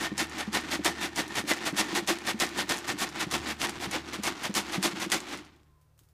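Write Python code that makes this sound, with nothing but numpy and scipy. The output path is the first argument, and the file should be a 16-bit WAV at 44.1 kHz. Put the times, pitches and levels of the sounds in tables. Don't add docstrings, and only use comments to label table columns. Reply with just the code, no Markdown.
import sys
import numpy as np
from scipy import signal
from scipy.fft import rfft, irfft, next_fast_len
from scipy.io import wavfile
from scipy.ndimage import map_coordinates

SR = 44100
rng = np.random.default_rng(int(sys.argv[2]) if len(sys.argv) > 2 else 0)


def int16_out(signal):
    q = np.round(np.clip(np.atleast_2d(signal).T, -1, 1) * 32767)
    wavfile.write(sys.argv[1], SR, q.astype(np.int16))


N = 270639

# first_pellet_s, first_pellet_db, piling_s, crash_db, treble_db
THROWS = [(0.179, -18, .028, -27.5, 1), (0.530, -25.5, 0.029, -25.5, -1.5), (0.847, -15, 0.016, -24.5, 0),
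          (1.160, -21.5, 0.03, -28, 1), (1.477, -26, .036, -23.5, 1), (1.767, -23.5, 0.033, -25, 3.5),
          (2.075, -17.5, 0.017, -24, 0), (2.400, -13.5, .02, -25, -0.5), (2.692, -18, 0.013, -25.5, 0.5),
          (2.9869, -25, 0.048, -27.5, 3), (3.312, -20.5, 0.03, -26, 0), (3.599, -29.5, 0.051, -27, 0.5),
          (3.912, -23, .042, -29, -4.5), (4.2345, -17, 0.04, -27.5, -0.5), (4.55, -15, 0.021, -26.5, 3.5),
          (4.8277, -14.5, 0.022, -25.5, 2.5), (5.118, -9.5, .017, -26, 1)]
# first_pellet_s, piling_s, crash_db, slide_db
RETURNS = [(0.008, 0.042, -30, -38), (0.382, .024, -30.5, -41), (0.712, 0.025, -27, -40.5),
           (1.014, 0.033, -29, -41.5), (1.3546, 0.03, -27.5, -40.5), (1.6557, 0.018, -26.5, -38),
           (1.951, .02, -25, -35), (2.268, 0.029, -27.5, -41.5), (2.577, 0.024, -26.5, -40.5),
           (2.878, 0.023, -28, -40.5), (3.197, 0.018, -27.5, -41.5), (3.475, .032, -32, -36.5),
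           (3.81, 0.035, -32, -47.5), (4.133, 0.0079, -32, -41), (4.434, 0.018, -29, -38.5),
           (4.723, 0.025, -29.5, -36), (5.0015, 0.026, -29, -37.5), (5.2878, 0.047, -39, -42)]
# freq_hz, gain_db
TICK_COLOUR = [(100, -17.5), (1000, 3.5), (3000, 2.5), (7000, 4), (11000, -4), (15000, -16)]


def amp(db):
    return 10 ** (np.asarray(db) / 20)


def unit(x):
    return x / np.sqrt(np.mean(x ** 2) + 1e-20)


def along(points, hz):
    freqs_hz, values = np.transpose(points)
    return np.interp(np.log(hz + 1), np.log(freqs_hz + 1), values)


def wobble(rate_hz):
    knots = rng.standard_normal(int(N * rate_hz / SR) + 4)
    return map_coordinates(knots, [np.arange(N) * rate_hz / SR])


def filtered(x, response):
    size = 2 * next_fast_len(N)
    return irfft(rfft(x, size) * response(np.fft.rfftfreq(size, 1 / SR)), size)[..., :N]


def low_cut(x, corner_hz):
    return filtered(x, lambda hz: 1 - 1 / (1 + (hz / corner_hz) ** 4))


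def causal(gain):
    cepstrum = irfft(np.log(np.maximum(gain, 1e-6)))
    half = len(cepstrum) // 2
    cepstrum[1:half] *= 2
    cepstrum[half + 1:] = 0
    return np.exp(rfft(cepstrum))


def add(track, start_s, sound):
    part = track[max(round(start_s * SR), 0):][:len(sound)]
    part += sound[:len(part)]


def contacts(rate_hz, spread_db, click_s, ring_s, ring_db, spots):
    t = np.arange(SR // 40) / SR
    hail, power = np.zeros(N), 0
    for _ in range(spots):
        hits = rng.random(N) < rate_hz / SR / spots
        size_db = spread_db * np.minimum(rng.standard_normal(N), 1.5)
        wander_db = 3 * np.tanh(wobble(14))
        click = unit(rng.standard_normal(len(t)) * np.exp(-t / click_s))
        modes_hz = np.exp(rng.uniform(np.log(650), np.log(6000), size=3))
        ring = sum(np.sin(2 * np.pi * hz * t) for hz in modes_hz)
        contact = click + amp(ring_db) * unit(ring * np.exp(-t / ring_s))
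        hail += signal.oaconvolve(hits * amp(size_db + wander_db), contact)[:N]
        power = power + np.abs(rfft(contact)) ** 2
    bins_hz = np.fft.rfftfreq(len(t), 1 / SR)
    return unit(filtered(hail, lambda hz: 1 / np.sqrt(np.interp(hz, bins_hz, power))))


def ticks(rows, click_s, patter_s):
    track, t = np.zeros(N), np.arange(SR // 10) / SR
    for start_s, level_db, patter_db in rows:
        click = np.tanh(rng.standard_normal(len(t))) * np.exp(-t / click_s)
        grit = rng.standard_normal(len(t))
        patter = unit(grit * np.sqrt(np.abs(grit))) * np.exp(-t / patter_s)
        add(track, start_s, amp(level_db) * (click + amp(patter_db) * patter))
    return track


def impacts():
    rows = []
    for start_s, _, piling_s, level_db, treble_db in THROWS:
        length_s = 0.046 * amp(-0.3 * (level_db + 24.5))
        rise_s = 0.78 * piling_s
        fall_s = max(length_s - rise_s, 0.01)
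        rows.append((start_s + piling_s, level_db, rise_s, fall_s, 0.5, treble_db + 1.06))
    for start_s, piling_s, level_db, _ in RETURNS:
        rows.append((start_s + piling_s, level_db, piling_s, 0.026, -1.3, -0.24))
    rows = np.array(rows)
    rows[:, 5] += 0.23 * (rows[:, 1] - rows[:, 1].mean())
    return rows


def crashes():
    t = np.arange(N) / SR
    band_delay_s = np.array([[0.003], [0], [-0.002]])
    power = np.zeros((3, N))
    for peak_s, level_db, rise_s, fall_s, hollow_db, bright_db in impacts():
        near = np.abs(t - peak_s) < 0.2
        lag_s = t[near] - peak_s - band_delay_s
        swell = np.exp(-np.where(lag_s < 0, np.abs(lag_s / rise_s) ** 2.42, np.abs(lag_s / fall_s) ** 1.7))
        band_gain = amp([[level_db + hollow_db], [level_db], [level_db + bright_db]])
        power[:, near] += (band_gain * swell) ** 2
    hail = contacts(rate_hz=4200, spread_db=2, click_s=0.00023, ring_s=0.005, ring_db=-7, spots=16)
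    low = filtered(hail, lambda hz: 1 / (1 + (hz / 1000) ** 4))
    high = low_cut(hail, corner_hz=4500)
    blows = np.sum(np.sqrt(power) * [low, hail - low - high, high], axis=0)
    rebounds = contacts(rate_hz=56, spread_db=5, click_s=0.0003, ring_s=0.002, ring_db=-7, spots=6)
    rebounds *= np.interp(t - 0.035, t, np.sqrt(power[1]), left=0)
    clicks = amp(-30) * tub(rebounds, TICK_COLOUR, ring_db=1)
    # freq_hz, gain_db
    crash_colour = [(40, -28), (100, -7.5), (190, 0), (340, -5), (490, -2), (730, 1.5), (1300, -0.5),
                    (2000, -1), (3500, -1), (7000, -7.5), (11000, -14), (15000, -22.5)]
    return amp(-0.36) * tub(blows, crash_colour, ring_db=7) + clicks


def slide_level_db():
    rest_s, settle_db_per_s = 5.372, 102
    rise_db_per_s, fall_db_per_s, trickle_db_per_s = 176, 170, 169.5
    t = np.arange(N) / SR
    tumble_db = -45 - settle_db_per_s * np.maximum(t - rest_s, 0)
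    power = np.zeros(N)
    for start_s, _, piling_s, crash_db, _ in THROWS:
        near = np.abs(t - start_s) < 0.3
        lag_s = t[near] - start_s
        tumble_db[near] -= 2.5 * np.exp(-((lag_s + 0.06) / 0.05) ** 2)
        tumble_db[near] -= 11 * np.exp(-((lag_s - 0.12) / 0.016) ** 2)
        trickle_db = crash_db - 9 - trickle_db_per_s * np.abs(lag_s - piling_s)
        power[near] += (lag_s > piling_s) * amp(trickle_db) ** 2
    for start_s, piling_s, _, slide_db in RETURNS:
        near = np.abs(t - start_s) < 0.4
        lag_s = t[near] - (start_s + piling_s - 0.045)
        power[near] += amp(slide_db + np.minimum(rise_db_per_s * lag_s, -fall_db_per_s * lag_s)) ** 2
    return 10 * np.log10(power + amp(tumble_db) ** 2)


def slide():
    # freq_hz, gain_db
    slide_colour = [(40, -16.5), (110, -4), (200, 4), (360, 5), (540, -3.5), (800, 2.5), (2000, 0),
                    (4000, -2.5), (7000, -9.5), (11000, -21.5), (15000, -28.5)]
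    level_db = slide_level_db()
    hail = contacts(rate_hz=2400, spread_db=2.5, click_s=0.00029, ring_s=0.0038, ring_db=-10, spots=12)
    soft = filtered(hail, lambda hz: (1 + 0.66 / (1 + (hz / 420) ** 6)) / (1 + (hz / 5500) ** 2))
    vigour = np.clip(amp(0.5 * (level_db + 40.5)), 0, 1)
    envelope = amp(level_db + 1.46 + 1.77 * wobble(55))
    return tub(envelope * (soft + vigour * (hail - soft)), slide_colour, ring_db=5)


def knocks(clumps=3):
    # pitch_hz, level_db, t60_s
    end_modes = [(331, 1, 0.14), (626, -2, 0.036), (758, -1, 0.028), (930, -5.5, 0.022), (1100, -6, 0.04),
                 (1260, -8.5, .03), (1958, 4, 0.062)]
    track, t = np.zeros(N), np.arange(SR // 10) / SR
    for peak_s, crash_db, rise_s, fall_s, hollow_db, _ in impacts():
        force_db = crash_db + hollow_db + 1.86 * (crash_db + 23) - 6
        for lag_s in np.clip(rng.normal(0.0046, 0.007, size=clumps), -rise_s, fall_s):
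            ring = 0
            for hz, mode_db, t60_s in end_modes:
                envelope = rng.normal() * amp(mode_db - 60 * t / t60_s)
                ring += envelope * np.sin(2 * np.pi * hz * rng.normal(1, 0.025) * t)
            add(track, peak_s + lag_s, amp(force_db) * ring)
    return low_cut(track, corner_hz=120)


def strays(stragglers=2):
    # start_s, level_db
    lone_pellets = [(0.2966, -26), (1.2804, -23), (1.4943, -16), (1.5654, -24.5), (1.8867, -27),
                    (2.0893, -16.5), (2.1873, -25.5), (2.4909, -23.5), (2.7655, -23.5), (2.7819, -22),
                    (2.7877, -20.5), (2.9942, -21), (3.0904, -22), (3.6168, -13), (3.6944, -14),
                    (4.5415, -19), (5.1013, -19), (5.3737, -25.5), (5.449, -37), (5.563, -48), (5.633, -53)]
    lead_patter_db, lone_patter_db = -12.5, -23.5
    leaders = [(s, db, lead_patter_db) for s, db, *_ in THROWS]
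    grazes = [(s - 0.009, db - 18, lead_patter_db) for s, db, *_ in THROWS]
    returning = [(s, db + 2.5, lead_patter_db) for s, _, db, _ in RETURNS]
    lone = [(s, db, lone_patter_db) for s, db in lone_pellets]
    late = [(s + rng.uniform(0.05, 0.091), rng.normal(-27.5, 4.6), lone_patter_db)
            for s, *_ in THROWS for _ in range(stragglers)]
    strikes = ticks(leaders + grazes + returning + lone + late, click_s=0.00021, patter_s=0.013)
    return amp(1) * tub(strikes, TICK_COLOUR, ring_db=4)


def tub(x, colour, ring_db):
    # centre_hz, width_hz, level_db
    resonances = [(220.4, 47, -2), (306, 33, 3.5), (347.4, 22, 4.5), (775, 130, -6.5), (1135, 310, -9.5),
                  (1475, 74, -6), (2150, 440, -6.5), (2710, 66, -10), (3500, 110, -10)]

    def response(hz):
        ring = sum(amp(level_db) ** 2 / (1 + (2 * (hz - centre_hz) / width_hz) ** 2)
                   for centre_hz, width_hz, level_db in resonances)
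        return causal(unit(amp(along(colour, hz)) * np.sqrt(1 + amp(ring_db) ** 2 * ring)))
    return filtered(x, response)


def free_end(x, freedom=1, pitch_hz=1818, width_hz=50):
    # time_s, gain
    grip_curve = [(0, 2.3), (1.6, 1.6), (3.0, 1.3), (4.2, 0.33), (5.4, .1)]
    ring = filtered(x, lambda hz: 1j * hz * width_hz / (pitch_hz ** 2 - hz ** 2 + 1j * hz * width_hz))
    return x + freedom * np.interp(np.arange(N) / SR, *np.transpose(grip_curve)) * ring


def flexes():
    # pitch_hz, level_db, t60_s
    wall_modes = [(150, -14, 0.11), (204, 4.5, 0.092), (293, 5.5, 0.06), (355, -14.5, 0.033)]
    # start_s, level_db, tilt_db_per_octave
    pops = [(0.118, -27.5, -4), (0.477, -32, -14.5), (0.7922, -26.5, -7), (1.439, -28, 8.5),
            (1.7284, -28, 14), (1.9294, -30, 14), (2.0238, -29.5, 4.5), (2.343, -29.5, 13),
            (2.635, -38, -8), (2.938, -33, 10), (3.2675, -29.5, -5), (3.8727, -34, -12),
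            (4.1888, -30.5, -3.5), (4.4947, -27.5, -2.5), (4.78, -26, -1.5), (4.9337, -34, -9),
            (5.063, -28, 9), (6.012, -62.5, 8)]
    track, t = np.zeros(N), np.arange(SR // 5) / SR
    scuff_band = signal.butter(2, [130, 380], "band", fs=SR, output="sos")
    attack = 1 - np.exp(-t / 0.002)
    for start_s, level_db, tilt_db_per_octave in pops:
        ring = 0
        for hz, mode_db, t60_s in wall_modes:
            onset_db = mode_db + tilt_db_per_octave * np.log2(hz / 245) + rng.normal(0, 2.3)
            ring += amp(onset_db - 60 * t / t60_s) * np.sin(2 * np.pi * hz * rng.normal(1, 0.036) * t)
        scuff = unit(signal.sosfilt(scuff_band, rng.standard_normal(len(t)))) * np.exp(-t / 0.012)
        add(track, start_s, amp(level_db - 3) * (0.61 * scuff - ring) * attack)
    return low_cut(track, corner_hz=105)


def bumps():
    # start_s, level_db
    pushes = [(3.389, -45), (3.633, -41), (3.765, -42), (3.861, -43), (6.029, -58)]
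    track, t = np.zeros(N), np.arange(SR // 5) / SR
    push = np.sin(2 * np.pi * 82 * t) + 0.92 * np.sin(2 * np.pi * 140 * t)
    envelope = (1 - np.exp(-t / 0.0087)) * np.exp(-t / 0.016)
    for start_s, level_db in pushes:
        add(track, start_s, amp(level_db + 7.5) * push * envelope)
    return track


def forest(x):
    # freq_hz, t60_s
    decay_times = [(150, 0.99), (400, 0.73), (1500, 0.35), (5000, 0.42), (14000, 0.48)]
    hz, t, spectrum = signal.stft(rng.standard_normal(SR), SR, nperseg=256)
    decay = amp(-60 * t / along(decay_times, hz)[:, None])
    build_up = 1 - np.exp(-t / 0.043)
    tail = signal.istft(spectrum * decay * build_up, SR, nperseg=256)[1]
    return signal.fftconvolve(x, tail / np.linalg.norm(tail))[:N]


def paws():
    # start_s, level_db, relative_patter_db
    steps = [(5.8134, -57.5, -13), (5.9783, -53, -15.5), (5.9913, -43.5, -18), (6.0347, -59, -8.5),
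             (6.0879, -55.5, -13.5)]
    crackle = ticks(steps, click_s=0.001, patter_s=0.028)
    return amp(-0.5) * filtered(crackle, lambda hz: hz / np.hypot(hz, 1500))


def engine():
    # pitch_hz, level_db
    partials = [(75.2, -67.5), (112.5, -74), (150, -73)]
    # time_s, gain_db
    swell = [(0, 12.5), (1.2, 11), (2.2, 2.5), (3.5, 13.5), (4.6, 5.5), (5.7, 1)]
    warped_s = np.cumsum(1 + 0.0048 * wobble(1.8)) / SR
    hum = 0
    for hz, level_db in partials:
        envelope = np.sqrt(2) * amp(level_db + 3 * wobble(4.7))
        hum += envelope * np.sin(2 * np.pi * (hz * warped_s + rng.random()))
    return hum * amp(np.interp(np.arange(N) / SR, *np.transpose(swell)))


def air():
    # freq_hz, gain_db
    air_colour = [(20, -17), (52, -3.5), (115, -8.5), (200, -21.5), (450, -20), (800, -26), (1200, -25),
                  (2500, -35), (15000, -39.5)]
    return amp(-69) * unit(filtered(rng.standard_normal(N), lambda hz: amp(along(air_colour, hz))))


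def faint_tone():
    t = np.arange(N) / SR
    pitch_hz = np.interp(t, [5.65, 5.82], [1065, 1020]) + 16 * wobble(90)
    envelope = amp(-70.5) * np.exp(-np.abs(t - 5.76) / 0.095)
    return envelope * np.sin(2 * np.pi * np.cumsum(pitch_hz) / SR)


def scene():
    shaker = free_end(crashes()) + free_end(slide(), freedom=1.35) + knocks() + strays() + flexes()
    echo = amp(-30) * forest(shaker)
    return (shaker + echo + bumps() + paws() + engine() + air() + faint_tone())[None]


def record(dry):
    top_hz = 15400
    return filtered(dry, lambda hz: hz < top_hz)


dry = scene()
out = record(dry)
int16_out(out)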